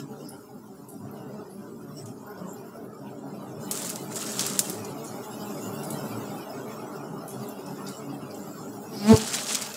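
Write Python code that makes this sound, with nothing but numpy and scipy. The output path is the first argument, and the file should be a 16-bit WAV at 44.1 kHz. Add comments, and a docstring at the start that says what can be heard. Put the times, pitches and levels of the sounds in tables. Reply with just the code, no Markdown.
"""A cloud of wild bees drones around a comb under a tree, swelling as it is disturbed; single bees swing nearer.
The bees are looped wing strokes and summed harmonics; short treble buzzes and stirring leaves are resonated noise.
A plastic bag crinkles and snaps: clumps of ringing clicks, and short bursts of noise.
Near the end one bee shoots past the microphone: sweeping harmonics, wing wash thumping on the port,
and dry leaves crunch, built like the bag."""
import sys
import numpy as np
from scipy import signal
from scipy.fft import rfft, irfft, next_fast_len
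from scipy.io import wavfile
from scipy.ndimage import uniform_filter1d, map_coordinates

SR = 44100
rng = np.random.default_rng(int(sys.argv[2]) if len(sys.argv) > 2 else 0)


def persist_wave(psi):
    """Save psi, clipped to +-1, as 16-bit WAV."""
    counts = np.round(np.clip(psi, -1, 1) * 32767).astype(np.int16)
    wavfile.write(sys.argv[1], SR, np.atleast_2d(counts).T)


N = 430416
TIME = np.arange(N) / SR
CUTOFF_HZ = 15650

# swarm before and after the close bee: (time [s], nominal hum level [dB], nominal wing rasp level [dB])
SWARM = [(0.0, -38.5, -53), (0.2, -42, -49), (0.79, -47, -57), (1.07, -39.5, -50), (1.42, -42.5, -46.5),
         (1.57, -41, -54.5), (2.22, -42, -52), (2.27, -46, -44), (2.42, -41, -45), (2.62, -43, -47.5),
         (3.1, -41, -47), (3.95, -39.5, -44), (4.44, -38.5, -42.5), (5.21, -41.5, -43), (6.01, -35, -40),
         (6.38, -40.5, -41), (8.67, -40.5, -46), (8.95, -38.5, -45.5)]
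SWARM_SETTLING = [(9.3, -41.5, -43), (9.606, -41.5, -44.5), (9.76, -51, -45.5)]
# brief dips of the hum: (time [s], depth in nominal hum level [dB])
LULLS = [(0.45, 8), (0.86, 3), (1.49, 8), (2.34, 5), (2.72, 7), (2.98, 6), (6.48, 7), (6.73, 1), (7.27, 4),
         (7.62, 5), (7.96, 4), (8.55, 2)]
LULL_HALF_S = 0.034
# body tone of the wingbeat, and rasp of its upper harmonics: (frequency [Hz], relative level [dB])
HUM_COLOUR = [(50, -32), (80, -5), (110, -7.5), (150, 2.5), (200, -1.5), (300, 8.5), (420, -0.7),
              (520, -11), (700, -21)]
RASP_COLOUR = [(380, -7.5), (520, 0.5), (620, 2), (850, 1.3), (1050, -2), (1400, 0.5), (1650, -13.5),
               (2000, -20), (2400, -42)]
# slow beaters: level at the usual hum, dB per dB of hum
USUAL_HUM_DB, SLOW_DB, SLOW_DB_PER_HUM_DB = -40, -44, 1.24
# spectral patchiness of the rasp: spread at the usual rasp, and its fall per dB of rasp
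USUAL_RASP_DB, PATCHY_DB, PATCHY_FALL_DB_PER_DB = -44, 3.7, 0.46
# strays between swarm and microphone, heard as separate tones: (frequency [Hz], relative level [dB])
STRAY_COLOUR = [(180, -8), (400, -1), (620, 1), (850, 1.5), (1100, -2.5), (1400, 1.5), (1650, -14),
                (2100, -30), (2800, -45)]
STRAY_RE_RASP_DB = -7
# faint wing sizzle, in two stretches of time: (time [s], nominal lower treble [dB], nominal upper treble [dB])
FIZZ = [
    [(0.0, -54, -47), (0.05, -66, -62), (0.3, -66, -58.5), (0.6, -75, -64), (1.0, -77, -62),
     (1.12, -64, -63), (1.42, -66, -62), (1.76, -74, -62), (2.02, -64, -59), (2.14, -74, -62),
     (2.4, -64, -59.5), (2.72, -66, -60), (2.88, -72, -62.5), (3.25, -69, -62.5), (3.4, -62, -61),
     (3.55, -66, -59), (3.68, -55, -50)],
    [(4.85, -53, -52), (4.98, -56, -52), (5.45, -55, -48.5), (5.94, -53.5, -49), (6.5, -55, -53),
     (6.8, -56, -54), (7.1, -62, -56), (7.42, -57, -53), (7.6, -59, -56), (7.92, -55.5, -52.5),
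     (8.05, -59, -56), (8.21, -57.5, -57), (8.5, -61, -53), (8.81, -66, -53), (8.97, -52.5, -49)],
]
# its spectrum: (frequency [Hz], relative level [dB])
FIZZ_COLOUR = [(1400, -1), (2100, 3.5), (2800, 5.7), (3600, -2), (4400, -4.5), (5300, 3), (6100, -3.5),
               (7400, 2.5), (9600, -7), (10600, 4.5), (11200, 1.5), (12000, 3), (15500, 4.5)]
TREBLE_SPLIT_HZ = 4600
# soft bed of outdoor air: (frequency [Hz], relative level [dB])
AIR_COLOUR = [(25, 0), (60, 14), (150, 25), (500, 4), (2000, -9), (4000, -9), (7500, -9), (10000, -9),
              (12000, -8), (15000, -9)]
AIR_DB = -60.5
# bees that swing nearer: (time [s], mean wingbeat [Hz], fundamental [dB], octave [dB], overtones in total [dB])
PASSES = [(0.02, 140.3, -44.5, -46, -54), (0.14, 193, -49, -50, -49.5), (0.53, 207, -52, -51.5, -58.5),
          (0.57, 124, -58, -48.5, -58), (0.73, 192, -51, -49, -58.5), (0.82, 142, -60, -50.5, -54),
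          (0.94, 199, -56, -50.5, -54), (1.05, 107.1, -46, -44, -53), (1.13, 194, -44.5, -56, -53),
          (1.23, 150, -56, -48, -49), (1.26, 213, -55, -45.5, -55), (1.35, 210.3, -44, -47, -50),
          (1.43, 213, -55, -48.5, -54), (1.589, 196.3, -43.5, -60, -59), (1.64, 143, -54, -45, -49),
          (1.73, 198, -50, -48, -55), (1.89, 142, -56, -48, -51), (2.02, 145, -44, -60, -60),
          (2.06, 112.2, -43.5, -50, -56), (2.11, 127, -50, -46, -57), (2.31, 212, -53, -46, -48),
          (2.438, 183.8, -39, -60, -50), (2.5, 143, -52, -50, -52), (2.59, 208, -54, -48, -54),
          (2.79, 226, -47, -51, -54), (3.03, 136, -50, -48, -55), (3.12, 198.5, -44, -65, -58),
          (3.27, 138, -45.5, -42, -50), (3.36, 205, -43, -51, -53), (3.43, 150, -53, -46, -50),
          (3.511, 130.2, -42.5, -59, -54), (3.6, 117, -48, -45, -51), (3.65, 193.8, -45, -47, -48),
          (3.73, 140, -53, -45, -52), (3.74, 217, -57, -44, -52), (4.05, 140, -46, -54, -52),
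          (4.22, 214, -46, -48, -49), (4.37, 207, -41.5, -42.5, -50), (4.41, 143, -47, -46, -49),
          (4.55, 195.7, -37, -55, -51), (4.71, 184, -44, -43, -47), (4.81, 107.8, -44, -52, -55),
          (4.85, 197, -44.5, -47, -50), (4.955, 142, -51, -46, -47), (5.161, 205.9, -46, -47, -50),
          (5.22, 197, -51, -46, -53), (5.43, 206, -38, -49, -48), (5.51, 202, -51, -44, -49),
          (5.63, 194, -41, -51, -50), (5.7, 110.5, -41, -48, -48), (5.73, 199, -49, -43, -48),
          (5.93, 197, -50, -45, -50), (6.02, 203, -43, -42.5, -48), (6.16, 115, -39, -43, -46),
          (6.21, 140, -51, -43, -49), (6.308, 202.7, -43, -60, -52), (6.55, 148, -53, -46, -49),
          (6.69, 213, -50, -47, -47), (6.81, 215, -45, -48, -51), (6.94, 148, -55, -44, -49),
          (7.05, 140, -55, -45, -51), (7.12, 159, -40.5, -50, -53), (7.4, 130, -43, -54, -56),
          (7.42, 207, -40.5, -53, -56), (7.46, 202, -50, -46, -54), (7.66, 143, -53, -44, -52),
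          (7.702, 182.3, -42.5, -52, -55), (7.84, 198.7, -43, -48, -51), (7.89, 143, -54, -46, -52),
          (8.115, 140.6, -41.5, -37.5, -52), (8.25, 145, -47, -53, -47), (8.32, 210, -44, -54, -55),
          (8.42, 153, -55, -44, -53), (8.425, 205, -53, -45, -53), (8.47, 194, -48, -50, -50),
          (8.71, 211, -43.5, -49, -54)]
# short narrow treble buzzes: (time [s], nominal level [dB], centre frequency [Hz], half length [s])
TREBLE_BUZZES = [(0.273, -52, 5250, 0.028), (1.988, -49.5, 5480, .02), (2, -51.5, 7940, 0.024),
                 (2.51, -45.5, 7340, 0.022), (3.09, -57.5, 2650, 0.023), (3.64, -53, 7250, .025),
                 (4.121, -46, 7250, .025), (5.641, -48, 7000, 0.039), (7.984, -48.5, 7550, .014),
                 (8.123, -60, 4800, .025), (8.4, -53, 7300, 0.047), (8.634, -55, 7160, 0.048),
                 (9.025, -39.5, 4900, 0.049)]
# soft foliage rustles: (time [s], nominal level [dB], brightest [Hz], width of each resonance [Hz], t60 [s])
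RUSTLES = [(0.287, -42.5, 10500, 3000, 0.1), (0.885, -47, 10000, 5000, 0.17), (1.11, -55, 12000, 2500, .15),
           (1.5, -56, 10700, 1200, .3), (2.056, -46, 7400, 6000, 0.073), (2.057, -56, 2600, 1200, .07),
           (2.26, -57, 13200, 1200, .25), (2.53, -52.5, 12800, 2000, .14), (4.844, -42, 5470, 7000, 0.09),
           (5.041, -43, 7000, 7000, 0.2), (5.072, -39.5, 7500, 4000, 0.05),
           (5.831, -38.5, 8600, 9000, 0.11), (5.902, -38, 8650, 9000, 0.15), (7.276, -45, 8800, 9000, 0.25),
           (7.485, -44.5, 11500, 8000, 0.07), (7.66, -49, 6500, 7000, .15),
           (7.864, -45.5, 5000, 3500, 0.25), (7.884, -45, 8500, 4500, 0.15), (8.306, -48, 5000, 1500, 0.08),
           (8.342, -50, 7500, 1500, 0.1)]
# squeezes of the bag: (start [s], length [s], crinkle level [dB])
BAG_SQUEEZES = [(3.712, 0.18, -36.5), (3.93, 0.04, -44.5), (4.09, .05, -44), (4.14, 0.1, -35.5),
                (4.24, 0.14, -37), (4.36, 0.13, -35.5), (4.5, 0.08, -38), (4.62, 0.11, -41)]
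# presses on the dry leaves: (start [s], length [s], crinkle level [dB])
LEAF_PRESSES = [(4.37, 0.072, -33.5), (9.06, 0.31, -34), (9.31, 0.04, -28.5), (9.39, 0.1, -36),
                (9.46, .07, -30), (9.57, 0.062, -36), (9.68, .08, -43.5)]
# spectra of their crinkle: (frequency [Hz], relative level [dB])
BAG_COLOUR = [(1200, -10.5), (2200, -18), (3400, -13), (5600, -9), (7600, -2), (9400, -7.5), (12000, -13),
              (15500, -14)]
LEAF_COLOUR = [(600, -4), (1200, -2), (2200, -4), (3500, -0.5), (5000, 1), (7500, 5), (10000, -2.5),
               (12500, -16), (15500, -20)]
# creases and twigs that snap: (time [s], nominal level [dB], brightest [Hz], t60 of the main fade [s])
SNAPS = [(3.7115, -18.5, 8400, 0.077), (3.753, -29, 8000, .04), (3.774, -26, 7300, 0.04),
         (3.818, -29, 7800, .06), (3.848, -28, 7500, .03), (3.894, -25.5, 8300, 0.065),
         (3.901, -27, 8800, .04), (3.959, -27.5, 7200, .02), (4.147, -33, 7600, .05),
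         (4.158, -28.5, 7800, .07), (4.263, -31, 5500, .05), (4.318, -29, 7400, 0.087),
         (4.3938, -16.5, 5030, .05), (4.408, -23, 6300, 0.098), (4.4645, -19.5, 7300, 0.04),
         (4.4995, -27, 7500, .02), (4.534, -30, 6500, .04), (4.5914, -8.3, 7700, 0.046),
         (4.698, -25, 10000, 0.06), (9.163, -21, 4970, 0.056), (9.174, -22.5, 6900, 0.05),
         (9.276, -27, 7400, 0.04), (9.334, -27, 7000, 0.076), (9.342, -27, 3000, .04),
         (9.349, -23.5, 5500, 0.06), (9.356, -25, 8300, .04), (9.385, -26, 2600, .05),
         (9.412, -31, 6800, .04), (9.435, -30, 7000, .03), (9.467, -28, 6000, .03), (9.486, -27, 5000, .03),
         (9.505, -27, 4500, .03), (9.525, -26, 7000, .04), (9.532, -24, 6500, 0.035),
         (9.548, -18, 6500, 0.04), (9.55, -24, 2600, .03), (9.554, -18, 6500, .03), (9.614, -29, 8000, .03),
         (9.621, -25.5, 6530, 0.054), (9.741, -30.5, 5500, 0.04)]
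CRACK_DB, CRACK_DB_PER_SNAP_DB = 11.5, 1.5
# the bee at the microphone speeds up its wingbeat as it darts by
FLYBY_FROM_S, FLYBY_TO_S = 8.93, 9.32
CRUISE_HZ, DART_HZ, DART_S, DART_RISE_S = 199.6, 222.5, 9.076, 0.027
# its pitch sinks as it crosses the microphone, by this fraction either way
CLOSEST_S, DOPPLER_FRACTION, CROSSING_S = 9.126, 0.011, 0.011
# lobes of its wing sound: fundamental, octave, overtones, stroke edge: (time [s], peak level [dB], half width [s])
LOBES = [(9.114, -6.5, 0.018), (9.131, -13, 0.015), (9.116, -22.3, 0.024), (9.106, -32, 0.032)]
# its fundamental cancels edge-on to the wings
EDGE_ON_S, EDGE_ON_WIDTH_S = 9.155, 0.039
# its overtones: (frequency [Hz], relative level [dB])
OVERTONES = [(660, 0.5), (880, 4), (1100, -8), (1500, -11.5), (2200, -16), (3000, -18.5), (5000, -16)]
# turbulent wash on the port, and air churned up by the wings: (time [s], peak level [dB], half width [s])
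WASH = (9.14, -18, .011)
CHURN = (9.132, -25, 0.011)
# spectrum of the wash: (frequency [Hz], relative level [dB])
WASH_COLOUR = [(25, -21), (60, -12), (100, 0), (135, 9), (190, 3), (600, -7.5), (1200, -33), (3000, -45)]


def from_db(db):
    """Decibels to gain."""
    return np.exp(np.asarray(db) * (np.log(10) / 20))


def rms_one(x):
    """Scale to an rms of 1."""
    return x / np.sqrt(np.mean(x ** 2) + 1e-20)


def in_time(rows):
    """Columns of a curve, interpolated at every sample."""
    s, *columns = np.transpose(rows)
    return [np.interp(TIME, s, c) for c in columns]


def gain_at(points, hz):
    """Gain of a spectrum, joined on a log-frequency axis."""
    f, db = np.transpose(points)
    return from_db(np.interp(np.log(hz + 1e-3), np.log(f), db))


def colour(x, points):
    """Filter by a spectrum that falls away beyond both ends; rms 1."""
    size = next_fast_len(N + 4096)
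    hz = np.arange(size // 2 + 1) * SR / size
    ends = np.minimum(hz / points[0][0], 1) ** 2 / np.maximum(hz / points[-1][0], 1) ** 2
    return rms_one(irfft(rfft(x, size) * gain_at(points, hz) * ends, size)[:N])


def drift(rate_hz):
    """Random curve of rms 1: noise through two equal poles at rate_hz."""
    step = 100  # samples between the points of the curve
    r = np.exp(-2 * np.pi * step * rate_hz / SR)
    noise = rng.standard_normal(N // step + 1002)
    slow = signal.lfilter([1], [1, -2 * r, r * r], noise)[1000:]  # drop the filter's onset
    return np.interp(TIME, np.arange(len(slow)) * step / SR, rms_one(slow))


def even(x, size=6000):
    """Level out the power averaged over size samples."""
    return x / np.sqrt(np.abs(uniform_filter1d(x ** 2, size)) + 1e-9)


def resonate(x, hz, width_hz):
    """One resonance, its centre held at or below the cutoff."""
    r = np.exp(-np.pi * width_hz / SR)
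    centre = 2 * np.pi * min(hz, CUTOFF_HZ) / SR
    return signal.lfilter([1, 0, -1], [1, -2 * r * np.cos(centre), r * r], x)


def around(s, half_s):
    """Samples near a moment, and a bell-shaped swell over them."""
    near = slice(max(0, int((s - 4 * half_s) * SR)), int((s + 4 * half_s) * SR))
    return near, np.exp(-.5 * ((TIME[near] - s) / half_s) ** 2)


def fly_past(s, db, half_s, t):
    """Gain of a near source that falls with the square of its distance along a straight path."""
    return from_db(db) / (1 + ((t - s) / half_s) ** 2)


def patchy(x, spread_db, width_hz, hold_s, size=1024):
    """Narrow stretches of the spectrum flicker up and fade at random."""
    hz, s, spectrum = signal.stft(x, SR, nperseg=size)
    chance = rng.standard_normal((512, 1024))
    grid = np.meshgrid(hz / width_hz, s / hold_s, indexing="ij")
    field = rms_one(map_coordinates(chance, grid, order=2, mode="wrap"))
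    depth_db = np.interp(s, TIME, spread_db * np.ones(N))
    gain = from_db(depth_db * np.minimum(field, 2.2))
    return signal.istft(spectrum * gain, SR, nperseg=size)[1][:N]


def wing_stroke(size=4096, count=76):
    """One cycle of a bee's pressure wave, with random harmonic levels and phases around a falling slope."""
    k = np.arange(1, count + 1)
    levels = from_db(rng.normal(0, 1.4, count)) / np.minimum(k, 10) ** 0.87
    partials = levels * np.exp(1j * rng.normal(0, 1.0, count))
    return irfft(np.append(0, partials), size)


def bees(beat_hz, spread, wander, tremble, range_db, range_per_s, count):
    """Many bees, each with its own wingbeat, which bends as it turns, and its own changing distance."""
    out, flutter = np.zeros(N), drift(25.05)
    for offset in np.linspace(-1, 1, count):
        stroke, course = wing_stroke(), drift(3.5)
        trembling = tremble * np.roll(flutter, rng.integers(N))
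        hz = beat_hz * np.exp(spread * offset + wander * course + trembling)
        cycles = np.cumsum(hz) / SR + rng.random()
        place = (cycles * len(stroke)).astype(int) % len(stroke)
        out += stroke[place] * from_db(range_db * np.minimum(drift(range_per_s), 2))
    return rms_one(out)


def treble(x, lower_db=0.1, upper_db=0.1, surge_db=0.7):
    """Sizzle split into lower and upper treble, each at its own level."""
    lower, upper = [even(signal.sosfilt(signal.butter(6, TREBLE_SPLIT_HZ, side, fs=SR, output="sos"), x))
                    for side in ("low", "high")]
    lower_level_db, upper_level_db = in_time(np.vstack(FIZZ))
    # opposite signs let the halves join without a notch
    joined = from_db(lower_level_db + lower_db) * lower - from_db(upper_level_db + upper_db) * upper
    return from_db(surge_db * drift(5.0)) * joined


def swarm(slow_surge_db=1.5, fast_surge_db=0.5):
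    """Slow and fast beaters hum; upper harmonics merge into rasp and flickering sizzle; strays stand out."""
    hum_db, rasp_db = in_time(np.vstack([SWARM, SWARM_SETTLING]))
    for s, depth_db in LULLS:
        near, dip = around(s, LULL_HALF_S)
        hum_db[near] -= depth_db * dip
    slow_db = SLOW_DB + SLOW_DB_PER_HUM_DB * (hum_db - USUAL_HUM_DB) + slow_surge_db * drift(6.1)
    fast_db = hum_db + fast_surge_db * drift(5.3)
    # few bees buzz in patches, many fill the spectrum
    spread_db = np.maximum(PATCHY_DB - PATCHY_FALL_DB_PER_DB * (rasp_db - USUAL_RASP_DB), 0)

    slow = bees(beat_hz=129.83, spread=.18, wander=.06, tremble=.009, range_db=3.5, range_per_s=7.1, count=11)
    fast = bees(beat_hz=203.25, spread=.08, wander=.05, tremble=.007, range_db=5, range_per_s=5.9, count=10)
    strays = bees(beat_hz=206, spread=.05, wander=.04, tremble=.003, range_db=8, range_per_s=2.5, count=4)
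    everyone = fast + 1.2 * slow

    slow_hum = even(patchy(colour(slow, HUM_COLOUR), spread_db=2.5, width_hz=86, hold_s=.05))
    fast_hum = even(patchy(colour(fast, HUM_COLOUR), spread_db=3.0, width_hz=138, hold_s=.05))
    rasp = even(patchy(colour(everyone, RASP_COLOUR), spread_db, width_hz=138.5, hold_s=.05))
    fizz = patchy(colour(everyone, FIZZ_COLOUR), spread_db=7.7, width_hz=115, hold_s=.042)
    hum = from_db(slow_db) * slow_hum + from_db(fast_db - 4.5) * fast_hum
    stray_tones = from_db(rasp_db + STRAY_RE_RASP_DB) * even(colour(strays, STRAY_COLOUR), size=12000)
    return hum + from_db(rasp_db - 0.6) * rasp + stray_tones + treble(fizz)


def outdoor_air():
    """Steady coloured noise."""
    return from_db(AIR_DB) * colour(rng.standard_normal(N), AIR_COLOUR)


def near_bees(half_s=0.046, reach_s=.085, doppler=0.025, waver=0.00803, flicker_db=4, count=16):
    """A bee swells out of the cloud and fades, its wavering pitch sinking as it goes by."""
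    out, wavering = np.zeros(N), waver * drift(12)
    orders = np.arange(3, count)
    for s, hz, first_db, octave_db, overtones_db in PASSES:
        near, in_reach = around(s, reach_s)
        swell = in_reach * fly_past(s, 0, half_s, TIME[near])
        sinking = doppler * np.tanh((TIME[near] - s) / (2 * half_s))
        phase = 2 * np.pi * np.cumsum(hz * (1 + wavering[near] - sinking)) / SR
        upper = gain_at(STRAY_COLOUR, orders * hz) / orders * from_db(rng.normal(0, flicker_db, len(orders)))
        upper *= from_db(overtones_db) / np.linalg.norm(upper)
        for k, gain in enumerate([from_db(first_db), from_db(octave_db), *upper], 1):
            out[near] += np.sqrt(2) * gain * swell * np.sin(k * phase + rng.uniform(0, 2 * np.pi))
    return out


def treble_buzzes(width_hz=650, level_db=-2.2):
    """Short bursts of noise, pulsing at a wingbeat rate, in one narrow, flickering band each."""
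    out = np.zeros(N)
    beats_hz = rng.uniform(105, 215, len(TREBLE_BUZZES))
    for (s, db, hz, half_s), beat_hz in zip(TREBLE_BUZZES, beats_hz):
        near, swell = around(s, half_s)
        beating = (3.6 + np.cos(2 * np.pi * beat_hz * TIME[near])) ** 2
        pulses = rng.standard_normal(len(swell)) * beating
        buzz = rms_one(resonate(resonate(pulses, hz, width_hz), hz, width_hz))
        out[near] += from_db(db + level_db) * swell * buzz
    return patchy(out + 1e-18, spread_db=4.5, width_hz=170, hold_s=.025, size=512)


def rustles(attack_s=0.0035, clump_db=2.5, scatter_db=-17, scatter_t60_s=0.79, size=16000):
    """Leaves brush one another in a soft, uneven run of contacts, each in a band of its own."""
    out, t = np.zeros(N + size), np.arange(size) / SR
    for s, db, hz, width_hz, t60_s in RUSTLES:
        brush = rms_one(resonate(resonate(rng.standard_normal(size), hz, width_hz), hz, width_hz))
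        fade = from_db(-60 * t / t60_s) + from_db(scatter_db - 60 * t / scatter_t60_s)
        start = int(s * SR)
        out[start:start + size] += from_db(db) * brush * np.minimum(t / attack_s, 1) * fade
    clumped = out[:N] * from_db(clump_db * drift(90))
    uneven = patchy(clumped, spread_db=4.5, width_hz=330, hold_s=.04, size=256)
    return signal.sosfilt(signal.butter(2, 1800, "high", fs=SR, output="sos"), uneven + 1e-18)


def snaps(width=0.55, burst_db=2, burst_t60_s=0.0064, scatter_db=-21, scatter_t60_s=0.58, size=16000):
    """A sharp crack, which leads in the hardest snaps, a flurry of sheet or twig, and faint thicket scatter."""
    out, t = np.zeros(N + size), np.arange(size) / SR
    for s, db, hz, t60_s in SNAPS:
        crack = resonate(signal.unit_impulse(size) + 1e-18, hz, width * hz)
        crack_gain = from_db(CRACK_DB + CRACK_DB_PER_SNAP_DB * db) / np.abs(crack).max()
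        flurry = rms_one(resonate(rng.standard_normal(size), hz, width * hz))
        burst = from_db(burst_db - 60 * t / burst_t60_s)
        scatter = from_db(scatter_db - 60 * t / scatter_t60_s)
        fade = burst + from_db(-60 * t / t60_s) + scatter
        start = int(s * SR)
        out[start:start + size] += from_db(db - 6.0) * flurry * fade + crack_gain * crack
    return signal.sosfilt(signal.butter(2, 1300, "high", fs=SR, output="sos"), out[:N] + 1e-18)


def crinkle(spectrum, per_s, size_db, clump_db, count=16):
    """Tiny creases buckle in clumps, each ringing a few cycles at one of count pitches; the colour shifts."""
    born = np.flatnonzero(rng.random(N) < per_s / SR * from_db(clump_db * drift(20)))
    sizes = from_db(size_db * np.minimum(rng.exponential(1, len(born)), 4)) * rng.choice([-1, 1], len(born))
    dealt, out = rng.integers(0, count, len(born)), np.zeros(N)
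    for k, hz in enumerate(np.geomspace(1200, 15000, count)):
        clicks = np.full(N, 1e-18)
        clicks[born] += sizes * (dealt == k)
        out += np.sqrt(hz) * resonate(clicks, hz, width_hz=0.32 * hz)
    mixed = rms_one(out) + .45 * rng.standard_normal(N)
    grains = patchy(mixed, spread_db=1.8, width_hz=350, hold_s=.025, size=256)
    return even(colour(grains, spectrum), size=3000)


def handling(rows, attack_s, release_db_per_s):
    """Each movement builds up, holds and dies away; the strongest one leads."""
    movements = []
    for s, length_s, db in rows:
        attack = np.clip((TIME - s) / attack_s, 0, 1)
        release_db = release_db_per_s * np.maximum(TIME - s - length_s, 0)
        movements.append(attack * from_db(db - release_db))
    return np.max(movements, axis=0)


def plastic_bag():
    """Squeezes buckle the sheet into bursts of crinkle."""
    squeeze = handling(BAG_SQUEEZES, attack_s=0.029, release_db_per_s=147)
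    return squeeze * crinkle(BAG_COLOUR, per_s=2000, size_db=1.5, clump_db=4)


def dry_leaves():
    """Presses crunch the leaves with a denser crinkle."""
    press = handling(LEAF_PRESSES, attack_s=0.034, release_db_per_s=113)
    return press * crinkle(LEAF_COLOUR, per_s=2400, size_db=1.5, clump_db=4)


def flyby(hiss_db=-4.5, flicker_db=3.8, wobble=0.007, count=22):
    """Stroke edges click and hiss on approach; the fundamental leads, then octave and churn, then wash."""
    near = slice(int(FLYBY_FROM_S * SR), int(FLYBY_TO_S * SR))
    t = TIME[near]
    hz = CRUISE_HZ + (DART_HZ - CRUISE_HZ) * (1 + np.tanh((t - DART_S) / DART_RISE_S)) / 2
    sinking = DOPPLER_FRACTION * np.tanh((t - CLOSEST_S) / CROSSING_S)
    hz = hz * (1 - sinking + wobble * drift(60)[near])
    phase = 2 * np.pi * np.cumsum(hz) / SR

    first, octave, overtones, edge = [fly_past(*lobe, t) for lobe in LOBES]
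    facing = np.tanh((EDGE_ON_S - t) / EDGE_ON_WIDTH_S)
    partials = []
    for k in range(3, count):
        gain = gain_at(OVERTONES, k * np.mean(hz)) * from_db(flicker_db * drift(40)[near])
        partials.append(gain * np.cos(k * phase + rng.normal(0, 0.5)))
    overtone_sound = even(sum(partials[:3]), size=1200)
    clicks = even(sum(partials[3:]), size=1200)
    beating = (2.6 + np.cos(phase)) ** 2
    hiss = rms_one(resonate(rng.standard_normal(len(t)), hz=5500, width_hz=7400) * beating)

    churn = colour(rng.standard_normal(N), [(300, 2), (750, 0), (1200, -10)])  # (Hz, dB)
    wash = even(colour(rng.standard_normal(N), WASH_COLOUR), size=700)
    out = fly_past(*WASH, TIME) * wash + fly_past(*CHURN, TIME) * churn
    out[near] -= np.sqrt(2) * (first * facing * np.cos(phase) + octave * np.cos(2 * phase))
    out[near] -= overtones * overtone_sound + edge * (clicks + from_db(hiss_db) * hiss)
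    return out


def puff(s=9.141, db=-14, hz=112, half_s=0.0077):
    """The air pushed down by the passing bee gives the microphone one low, brief shove."""
    out = np.zeros(N)
    near, swell = around(s, half_s)
    out[near] = np.sqrt(2) * from_db(db) * swell * np.sin(2 * np.pi * hz * (TIME[near] - s))
    return out


def scene():
    """Bees, treble buzzes, handling noises and still outdoor air."""
    drone_and_buzzes = swarm() + near_bees() + treble_buzzes() + flyby() + puff()
    foliage_and_bag = rustles() + snaps() + plastic_bag() + dry_leaves()
    return (drone_and_buzzes + foliage_and_bag + outdoor_air())[None]


def record(dry):
    """Steep low-pass at the cutoff, then clipping at full scale."""
    low_pass = signal.ellip(10, .2, 80, CUTOFF_HZ, fs=SR, output="sos")
    return np.clip(signal.sosfilt(low_pass, dry), -1, 1)


dry = scene()
out = record(dry)
persist_wave(out)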